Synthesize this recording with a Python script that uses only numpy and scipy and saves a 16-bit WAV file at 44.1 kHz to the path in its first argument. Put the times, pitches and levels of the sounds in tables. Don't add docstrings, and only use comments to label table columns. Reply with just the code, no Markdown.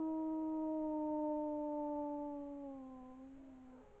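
import sys
import numpy as np
from scipy import signal
from scipy.fft import rfft, irfft
from scipy.io import wavfile

SR = 44100
rng = np.random.default_rng(int(sys.argv[2]) if len(sys.argv) > 2 else 0)


def dump_mix(stems):
    frames = np.atleast_2d(stems).T
    limited = np.clip(frames, -1, 1)
    pcm = np.round(limited * 32767).astype(np.int16)
    wavfile.write(sys.argv[1], SR, pcm)


N = 176400

# f/Hz, relative level per Hz/dB
AIR_SPECTRUM = [(15, 4.5), (30, 1), (60, -5), (120, -9.5), (220, -14), (450, -15), (750, -18.5),
                (1200, -22.5), (2000, -27), (3000, -32.5), (4000, -41), (5100, -48), (6000, -42.5),
                (7100, -37), (8000, -43), (8600, -50.5)]
# start t/s, end t/s, first f/Hz, held f/Hz, fundamental level/dB before the trees,
# 2nd and 3rd harmonic level/dB against the fundamental, roughness (0-1)
FAR_CALLS = [(-.2, 0.757, 541, 518, -67, -11, -29.5, 0.22), (-.2, 0.557, 396, 390.7, -74.5, -0.5, -9, .05),
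             (.7, 1.82, 508, 526.3, -73.5, -13.5, -30.5, 0.12), (0.747, 1.76, 555, 561, -73, -17, -26, 0.1),
             (3.36, 3.51, 305, 326.6, -68, -2, -12, .36), (3.66, 3.83, 419, 468.3, -75.5, -2, -3, .9),
             (3.761, 3.965, 572, 520, -68, -19, -22, .55),
             (3.72, 4.1, 571.6, 409.8, -66.5, -8.5, -14.5, .16)]
# t/s, f/Hz, level/dB of harmonics 1, 2, 3 and 4
HOWL_CONTOUR = [(0.03, 318.2, -39, -55, -54.5, -67.5), (0.1, 317, -39.5, -50.5, -53, -72),
                (0.45, 315.1, -39.5, -54, -54, -70), (0.64, 313.1, -41, -48, -51.5, -71),
                (0.73, 313, -41, -44.5, -51.5, -77), (0.79, 311.2, -40.5, -44.5, -55, -72),
                (0.97, 305.9, -40.5, -47, -49, -74.5), (1.32, 301.9, -42, -41.5, -48, -76),
                (1.51, 300, -43.5, -45, -51.5, -77.5), (2.0, 293.4, -44, -45, -47.5, -69),
                (2.29, 290.8, -46, -50, -53, -72.5), (2.41, 286, -48, -52.5, -61, -71.5),
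                (2.58, 284, -49.5, -55, -64, -76), (2.66, 278, -49, -51.5, -59.5, -74),
                (2.82, 263, -51.5, -61.5, -65, -68), (3.02, 255.7, -55, -64.5, -64, -66),
                (3.12, 257, -56, -60, -66, -69), (3.16, 257.7, -56, -75, -71, -71),
                (3.22, 264.4, -54, -62.5, -69, -74), (3.29, 267.8, -55, -71, -77.5, -90),
                (3.35, 270.8, -56.5, -74, -80, -92), (3.47, 267, -57, -72, -82.5, -93),
                (3.55, 259.5, -57.5, -82, -72, -78.5), (3.76, 254, -58, -66, -75.5, -79.5),
                (3.81, 257, -60.5, -73, -82, -91), (3.86, 260, -78, -92, -95, -99)]
# harmonic number, level/dB against the 3rd
HOWL_OVERTONES = [(5, -38), (6, -42), (8, -45.5)]

BACKGROUND_DB, RUMBLE_SWELL_DB, RUMBLE_HZ = -64.5, -1.5, 111
CALL_GLIDE_S, CALL_EDGE_S, CALL_WAVER = .04, .0088, .005
ROUGH_JITTER, ROUGH_HZ = .15, 113
FAR_T60_S, FAR_BUILD_S, FAR_WET_DB = .37, .023, -1
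ECHO_DB, ECHO_T60_S, ECHO_BUILD_S, ECHO_HZ = -19.5, 1.5, .03, 714
FADE_IN_S, STOP_S, RELEASE_S, TIRED_S = .0016, 3.87, .03, 3.0
JITTER, TIRED_JITTER, JITTER_HZ = .0022, .004, 69.5
SHIMMER_DB, SHIMMER_HZ, FLUTTER_DB, FLUTTER_HZ = .21, 29.3, 1.24, 24
THROAT_HZ, THROAT_Q = 814, 2.3
TOP_HZ = 8450


def undb(db):
    return 10 ** (np.asarray(db) / 20)


def unit(x):
    return x / np.sqrt(np.mean(x ** 2))


def drift(rate_hz):
    hz = np.arange(N // 2 + 1) * SR / N
    return unit(irfft(rfft(rng.standard_normal(N)) * np.exp(-(hz / rate_hz) ** 2), N))


def tone(phase, db):
    return np.sqrt(2) * undb(db) * np.cos(phase)


def night_air():
    hz = np.maximum(np.arange(N // 2 + 1) * SR / N, 1)
    points_hz, db = np.array(AIR_SPECTRUM).T
    spectrum = rfft(rng.standard_normal(N)) * undb(np.interp(np.log(hz), np.log(points_hz), db))
    bass_share = 1 / (1 + (hz / RUMBLE_HZ) ** 2)
    rumble = irfft(spectrum * bass_share, N) * undb(RUMBLE_SWELL_DB * drift(rate_hz=8.9))
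    hiss = irfft(spectrum * (1 - bass_share), N)
    return undb(BACKGROUND_DB) * unit(rumble + hiss)


def forest_echo(x, t60_s, build_s):
    t = np.arange(N) / SR
    decay = np.exp(-np.log(1000) * t / t60_s)
    build_up = 1 - np.exp(-(t / build_s) ** 2)
    tail = rng.standard_normal(N) * decay * build_up
    tail /= np.sqrt(np.sum(tail ** 2))
    tail = signal.lfilter(*signal.iirpeak(ECHO_HZ, Q=.7, fs=SR), tail)
    return signal.fftconvolve(x, tail)[:N]


def far_wolves(t):
    calls = np.zeros(N)
    for start, end, first_hz, held_hz, db, second_db, third_db, rough in FAR_CALLS:
        hz = held_hz + (first_hz - held_hz) * np.exp(-np.maximum(t - start, 0) / CALL_GLIDE_S)
        hz *= 1 + CALL_WAVER * drift(rate_hz=25) + rough * ROUGH_JITTER * drift(ROUGH_HZ)
        phase = 2 * np.pi * np.cumsum(hz) / SR
        gate = np.clip(np.minimum(t - start, end - t) / CALL_EDGE_S, 0, 1)
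        for k, relative_db in enumerate((0, second_db, third_db), 1):
            calls += gate * tone(k * phase, db + relative_db)
    wet = undb(FAR_WET_DB)
    return (calls + wet * forest_echo(calls, FAR_T60_S, FAR_BUILD_S)) / np.hypot(1, wet)


def near_wolf(t):
    when, pitch_hz, *harmonic_db = np.array(HOWL_CONTOUR).T
    tired = np.minimum(t / TIRED_S, 1) ** 6
    jitter = (JITTER + TIRED_JITTER * tired) * drift(JITTER_HZ)
    hz = np.interp(t, when, pitch_hz) * (1 + jitter)
    phase = 2 * np.pi * np.cumsum(hz) / SR
    levels = [np.interp(t, when, db) for db in harmonic_db]
    voice = np.zeros(N)
    for k, db in enumerate(levels, 1):
        shimmer_db = k * SHIMMER_DB * drift(SHIMMER_HZ)
        flutter_db = (k > 1) * tired * FLUTTER_DB * drift(FLUTTER_HZ)
        voice += tone(k * phase, db + shimmer_db + flutter_db)
    for k, relative_db in HOWL_OVERTONES:
        voice += tone(k * phase, levels[2] + relative_db + 2 * drift(rate_hz=4))
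    _, throat = signal.iirpeak(THROAT_HZ, THROAT_Q, fs=SR)
    gate = np.clip(np.minimum(t / FADE_IN_S, (STOP_S - t) / RELEASE_S), 0, 1)
    return gate * signal.lfilter(throat[::-1], throat, voice)


def scene():
    t = np.arange(N) / SR
    howl = near_wolf(t)
    echo = undb(ECHO_DB) * forest_echo(howl, ECHO_T60_S, ECHO_BUILD_S)
    return (howl + echo + far_wolves(t) + night_air())[None]


def record(dry):
    return signal.sosfilt(signal.ellip(8, .2, 70, TOP_HZ, fs=SR, output="sos"), dry)


dry = scene()
out = record(dry)
dump_mix(out)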